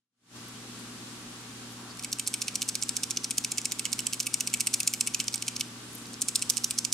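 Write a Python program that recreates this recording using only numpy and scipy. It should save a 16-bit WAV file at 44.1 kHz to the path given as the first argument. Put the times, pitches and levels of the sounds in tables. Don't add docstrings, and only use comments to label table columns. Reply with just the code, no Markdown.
import sys
import numpy as np
from scipy import signal
from scipy.fft import rfft, irfft
from scipy.io import wavfile
from scipy.ndimage import uniform_filter1d

SR = 44100
rng = np.random.default_rng(int(sys.argv[2]) if len(sys.argv) > 2 else 0)


def generate_wav(signal):
    frames = np.transpose(np.atleast_2d(signal))
    scaled = np.clip(frames, -1, 1) * 32767
    pcm = np.round(scaled).astype(np.int16)
    wavfile.write(sys.argv[1], SR, pcm)


def elevation(decibels):
    levels = np.asarray(decibels, float)
    return 10 ** (levels / 20)


N = 305613
LEAD_S = 0.015


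def level(x, db):
    return x * elevation(db) / np.sqrt(np.mean(x ** 2))


def band(x, hz, width_hz):
    return signal.lfilter(*signal.iirpeak(min(hz, 0.45 * SR), hz / width_hz, fs=SR), x)


def walk(rate_hz):
    k = int(SR / rate_hz)
    steps = np.repeat(rng.standard_normal(N // k + 1), k)
    w = uniform_filter1d(uniform_filter1d(steps, k), k)[:N]
    return w / w.std()


def air():
    # (frequency [Hz], density [dB per Hz], left-right likeness [0-1])
    spectrum = [(20, -89.5, 0.1), (60, -87.5, 0.93), (135, -85, 0.87), (223, -73.5, 1), (468, -84.5, 0.41),
                (700, -89.5, 0.86), (1120, -84.5, 0.65), (2100, -87, 0), (3100, -85, 0), (8000, -87.5, 0),
                (10500, -92.5, .01), (14600, -107, .01), (16400, -110, 0.1)]
    hz, db, like = np.transpose(spectrum)
    log_f = np.log(np.fft.rfftfreq(N, 1 / SR) + 1)
    gain = elevation(np.interp(log_f, np.log(hz), db)) * np.sqrt(SR / 2)
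    like = np.clip(np.interp(log_f, np.log(hz), like), 0, 1)
    mid, side = (irfft(rfft(rng.standard_normal(N)) * gain * np.sqrt((1 + sign * like) / 2), N)
                 for sign in (1, -1))
    return np.array([mid + side, elevation(-0.7) * (mid - side)]) * elevation(0.5 * walk(7))


def hum():
    # (frequency [Hz], rms level [dB], wobble [dB])
    lines = [(120, -54.5, .5), (180, -62.5, 1.2), (240, -53.5, .6), (268, -60.5, 2), (300.5, -62, 1),
             (360.5, -65, 1), (420, -67, 1), (480, -72, 0.5)]
    # (multiple of the blade rate [1], rms level [dB])
    blades = [(4, -67.5), (5, -71.5), (6, -65.5), (7, -66.5), (8, -66)]
    blade_hz = 192
    t = np.arange(N) / SR
    ear_phase = np.array([[0.08], [-0.08]])
    out = np.zeros((2, N))
    for hz, db, wobble_db in lines:
        gain = elevation(db + 2.5 + wobble_db * walk(8.2))
        phase = 2 * np.pi * (hz * t + rng.random()) + 0.18 * wobble_db * walk(6.5)
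        out += gain * np.sin(phase + ear_phase)
    for multiple, db in blades:
        noise = rng.standard_normal(N) + 1.76 * rng.standard_normal((2, N))
        out += level(band(noise, multiple * blade_hz, 17.4), db)
    return out


def glove():
    # (time [s], length [s], centre [Hz], width [Hz], level [dB])
    rustles = [(.415, .004, 12000, 5000, -62), (.445, .004, 11000, 4000, -58),
               (.485, 0.0036, 12000, 6000, -48), (0.568, 0.043, 3100, 300, -56),
               (0.796, 0.028, 9500, 5000, -53), (1.722, 0.05, 10900, 4000, -57),
               (1.413, 0.028, 8000, 9000, -57), (1.872, 0.3, 1020, 900, -53.5),
               (1.909, .05, 4630, 700, -50), (1.973, 0.0039, 5900, 5960, -41),
               (5.932, 0.0045, 11000, 3000, -45), (5.951, 0.0027, 11500, 4000, -41),
               (5.956, .003, 11000, 4000, -39), (5.963, 0.25, 8500, 4000, -52.5),
               (5.983, 0.0027, 10500, 3000, -40), (6.058, .006, 4600, 2000, -43),
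               (6.069, .003, 9000, 6000, -46), (6.028, .003, 13000, 4000, -52),
               (6.086, .003, 12000, 5000, -54), (6.135, 0.014, 8000, 4000, -42.5),
               (6.142, 0.003, 5300, 2500, -34.5), (2.993, .03, 1630, 300, -50.5)]
    out, t = np.zeros((2, N)), np.arange(N) / SR
    for s, length_s, hz, width_hz, db in rustles:
        a, b = int((s - 3 * length_s) * SR), int((s + 3 * length_s) * SR)
        noise = rng.standard_normal(b - a) + 0.56 * rng.standard_normal((2, b - a))
        noise = band(band(noise, hz, width_hz), hz, width_hz)
        puff = np.exp(-2 * ((t[a:b] - s) / length_s * 2) ** 2)
        out[:, a:b] += level(noise, db) * puff
    return out


def hand(s):
    # (time [s], brightness [dB], slackness [ratio])
    grip = [(2, -1, 1.15), (2.6, 1, 1.1), (3.1, -4, 1), (3.5, 1.5, .9), (4.2, 1, 1), (4.85, 3, .9),
            (5.4, -2, 1.2), (6.2, 2, .75), (6.9, -.6, .7)]
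    times, bright_db, slack = np.transpose(grip)
    return np.interp(s, times, bright_db), np.interp(s, times, slack)


def strike(modes, tilt_db, apart, contact_s):
    scatter_db, detune = 5, 0.04
    hz, db, t60 = (c[:, None] for c in np.transpose(modes))
    t = np.arange(420) / SR
    chance = rng.standard_normal((4, len(modes), 1))
    tilt = tilt_db * np.tanh(np.log(hz / 6600) / 0.25)
    gain = elevation(db + tilt + scatter_db * chance[0])
    shift = 1 + detune * np.minimum(0.0067 / t60, 1) ** 2 * chance[1]
    phase = 2 * np.pi * hz * shift * t
    fall = gain * np.exp(-np.log(1000) * t / t60) * (1 - np.exp(-(t / contact_s) ** 2))
    fall = fall * (1 + 3 * np.exp(-t / (1.8 * contact_s)))
    turn = 0.3 + apart * (hz / 6600) ** 1.5 * chance[3]
    ears = np.array([np.sum(fall * elevation(sign * 2.36 * chance[2]) * np.sin(phase + sign * turn), 0)
                     for sign in (1, -1)])
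    return ears / np.sqrt(np.mean(ears ** 2, 0).max())


def bead(s, knock_db):
    # (frequency [Hz], level [dB], t60 [s])
    shell_modes = [(3900, -12, 0.006), (4600, -7.5, 0.0033), (5600, 4.5, 0.0036), (6370, -1, 0.0052),
                   (7040, -11.5, 0.026), (7700, 1, 0.0062), (8500, 5.5, 0.0023), (9800, -2, 0.00039),
                   (10500, -32, 0.0012), (10880, -8, 0.002), (13600, -18, 0.0041)]
    # (frequency [Hz], level [dB], t60 [s])
    cavity_modes = [(2380, -3, .007), (2600, -.8, .007), (2880, -1.5, .006), (3250, -4, .004)]
    # (earliest [s], spread [s], level against it [dB])
    bounces = [
        (0, 0, 0),
        (-.0035, .003, -16),
        (.0008, .0016, -14),
        (.002, .004, -18),
    ]
    # (knock [dB], lowest radiated frequency [Hz])
    thinning = [(-19, 3570), (-25.5, 2200), (-9, 2180)]
    contact_s = 0.00012
    bright_db, _ = hand(s)
    out = np.zeros((2, 1800))
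    for (lag_s, spread_s, less_db), when in zip(bounces, rng.random(len(bounces))):
        click = strike(shell_modes, bright_db, apart=0.18, contact_s=contact_s)
        i = int((LEAD_S + lag_s + spread_s * when - contact_s) * SR)
        out[:, i:i + click.shape[1]] += elevation(less_db) * click
    low_hz = np.interp(knock_db, *np.transpose(thinning))
    out = signal.lfilter(*signal.butter(4, low_hz, "high", fs=SR), out)
    knock = strike(cavity_modes, 0, apart=0.26, contact_s=0.0011)
    i = int(LEAD_S * SR)
    out[:, i:i + knock.shape[1]] += elevation(knock_db) * knock
    return out


def add(out, x, s, pan_db):
    i = int((s - LEAD_S) * SR)
    out[:, i:i + x.shape[1]] += x * elevation(np.array([[1], [-1]]) * pan_db / 2)


def landing(beads, s, db, length_ms, knock_db):
    lag_scatter, bead_scatter_db = 0.1, 2.5
    _, slack = hand(s)
    pile = np.zeros((2, 4000))
    chances = rng.standard_normal((len(beads), 2))
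    for k, ((lag_ms, share, less_db), chance) in enumerate(zip(beads, chances)):
        late_s = (lag_ms * slack + share * length_ms) * (1 + lag_scatter * chance[0]) / 1000
        gain_db = less_db + (k > 0) * bead_scatter_db * chance[1]
        add(pile, elevation(gain_db) * bead(s, knock_db + 1.0), 2 * LEAD_S + late_s, 0)
    return pile * elevation(db - 1.13) / np.sqrt(2000 / SR * np.sum(pile.mean(0) ** 2))


def lure():
    # (time [s], energy [dB], pile-up length [ms], hollow knock against the click [dB])
    nose_landings = [(1.9948, -25, 4.2, -18.5), (2.128, -13.5, 5.6, -24.5), (2.275, -12, 6.9, -26.5),
                     (2.418, -13.5, 5.2, -21.5), (2.5555, -12.5, 4.7, -24), (2.6888, -12, 5.8, -25),
                     (2.8252, -12.5, 9.7, -24), (2.967, -13, 4.5, -26), (3.1079, -14, 6.1, -24),
                     (3.2436, -13.5, 5.4, -26), (3.3812, -11.5, 2.8, -23.5), (3.5185, -14, 3.2, -21),
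                     (3.6545, -11.5, 4.0, -21), (3.7944, -14.5, 4.4, -20), (3.9291, -12, 3.6, -23.5),
                     (4.0684, -11.5, 3.0, -19.5), (4.202, -11.5, 6.9, -21.5), (4.3413, -10, 3.1, -21.5),
                     (4.4736, -13.5, 3.7, -18.5), (4.6066, -10, 5.1, -20), (4.7399, -8.5, 5.0, -24),
                     (4.8754, -7, 4.7, -22), (5.0094, -8.5, 2.13, -23), (5.1458, -11.5, 3.9, -19),
                     (5.2812, -13, 2.5, -21), (5.4234, -16.5, 3.3, -20), (5.5641, -18, 3.4, -22)]
    tail_landings = [(2.0462, -18.5, 2.8, -17), (2.196, -14, 4.7, -17), (2.3403, -13, 5.9, -18),
                     (2.4817, -15, 6.1, -14), (2.6189, -12.5, 9.6, -19), (2.7533, -14, 5.3, -20.5),
                     (2.892, -13, 4.4, -23.5), (3.0338, -13, 5.6, -20.5), (3.1719, -13, 3.9, -20),
                     (3.3085, -13.5, 4.2, -20), (3.4464, -12.5, 2.7, -21), (3.5818, -12, 5.6, -17.5),
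                     (3.7205, -14, 5.3, -18), (3.8536, -13, 9.9, -14), (3.9914, -14.5, 4.8, -14),
                     (4.1331, -13.5, 9.4, -18), (4.2679, -13.5, 4.2, -14.5), (4.4071, -12, 4.2, -18.5),
                     (4.5392, -9.5, 6.7, -13), (4.6709, -10, 3.6, -16.5), (4.8029, -12, 4.1, -17),
                     (4.9373, -13.5, 5.8, -17), (5.0731, -12.5, 5.6, -15.5), (5.201, -12.5, 9.5, -14.5),
                     (5.3415, -13.5, 5.3, -21), (5.4807, -13.5, 4.8, -15.5), (5.6093, -13, 2.8, -19.5)]
    second_bout = [(6.2184, -10.5, 5.8, -31), (6.2848, -12, 5.4, -24), (6.3568, -7.5, 5.9, -31),
                   (6.4224, -12.5, 6.3, -18.5), (6.4994, -7.5, 5.3, -29.5), (6.57, -12.5, 9.1, -22.5),
                   (6.643, -9.5, 3.2, -27), (6.7087, -13.5, 3.7, -20), (6.7866, -10, 3.6, -34),
                   (6.8494, -12, 4.9, -22.5), (6.9261, -10.5, 2.8, -29)]
    # (fixed lag [ms], lag as share of the pile-up [ratio], level [dB])
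    nose_beads = [
        (0, 0, 3),
        (-8.5, 0, -14),
        (-4.6, 0, -14),
        (.5, .3, -4),
        (0, .6, -5),
        (0, .85, -6),
        (.6, 1.05, -9),
    ]
    tail_beads = [
        (0, 0, 1),
        (-7, 0, -11),
        (-4, 0, -19),
        (.9, .05, -1.5),
        (0, .55, -7),
        (0, .95, -5),
        (1.5, 1.2, -13),
    ]
    # (time [s], peak level [dB])
    strays = [(2.0263, -28), (2.0351, -27), (3.4766, -40), (3.6162, -22), (4.0045, -19), (4.2278, -25),
              (4.2317, -24), (4.5006, -27), (4.5729, -26), (4.7099, -38), (4.832, -17.5), (4.9475, -24),
              (5.2417, -24), (5.3261, -26), (5.3582, -18), (5.3791, -25.5), (5.467, -27), (5.597, -24),
              (6.394, -23), (6.5369, -26), (6.7419, -32)]
    out = np.zeros((2, N + 4000))
    for rows, beads, pan_db in ((nose_landings + second_bout[::2], nose_beads, -1.8),
                                (tail_landings + second_bout[1::2], tail_beads, -1.5)):
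        for row in rows:
            pan = pan_db + 1.5 * rng.standard_normal()
            add(out, landing(beads, *row), row[0] - LEAD_S, pan)
    for s, db in strays:
        add(out, elevation(db + 2) * bead(s, -24), s, -2.2)
    return signal.sosfilt(signal.butter(10, 2200, "high", fs=SR, output="sos"), out[:, :N])


def room(x):
    early_t60, early_db = 0.014, -13
    late_t60, late_db = 0.52, -15.0
    t = np.arange(SR // 2) / SR
    early, late = (rng.standard_normal(len(t)) + 0.49 * rng.standard_normal((2, len(t))) for _ in range(2))
    early = early * np.exp(-np.log(1000) * t / early_t60) * (1 - np.exp(-t / 0.002))
    late = band(late, 4800, 17500) * np.exp(-np.log(1000) * t / late_t60) * (1 - np.exp(-t / 0.0011))
    tail = (level(early, early_db) + level(late, late_db)) / np.sqrt(len(t))
    return signal.fftconvolve(x.mean(0, keepdims=True), tail, axes=1)[:, :N]


def scene():
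    beads = lure()
    return beads + room(beads) + glove() + hum() + air()


def band_limit(x):
    return signal.sosfilt(signal.butter(12, 16510, fs=SR, output="sos"), x)


def record(dry):
    # (time [s], level [dB])
    fade_in = [
        (0, -44),
        (.09, -53.5),
        (0.362, 1),
    ]
    fade = elevation(np.interp(np.arange(N) / SR, *np.transpose(fade_in)))
    heard = signal.sosfilt(signal.cheby2(10, 40, 16400, fs=SR, output="sos"), dry)
    return band_limit(heard * fade)


dry = scene()
out = record(dry)
generate_wav(out)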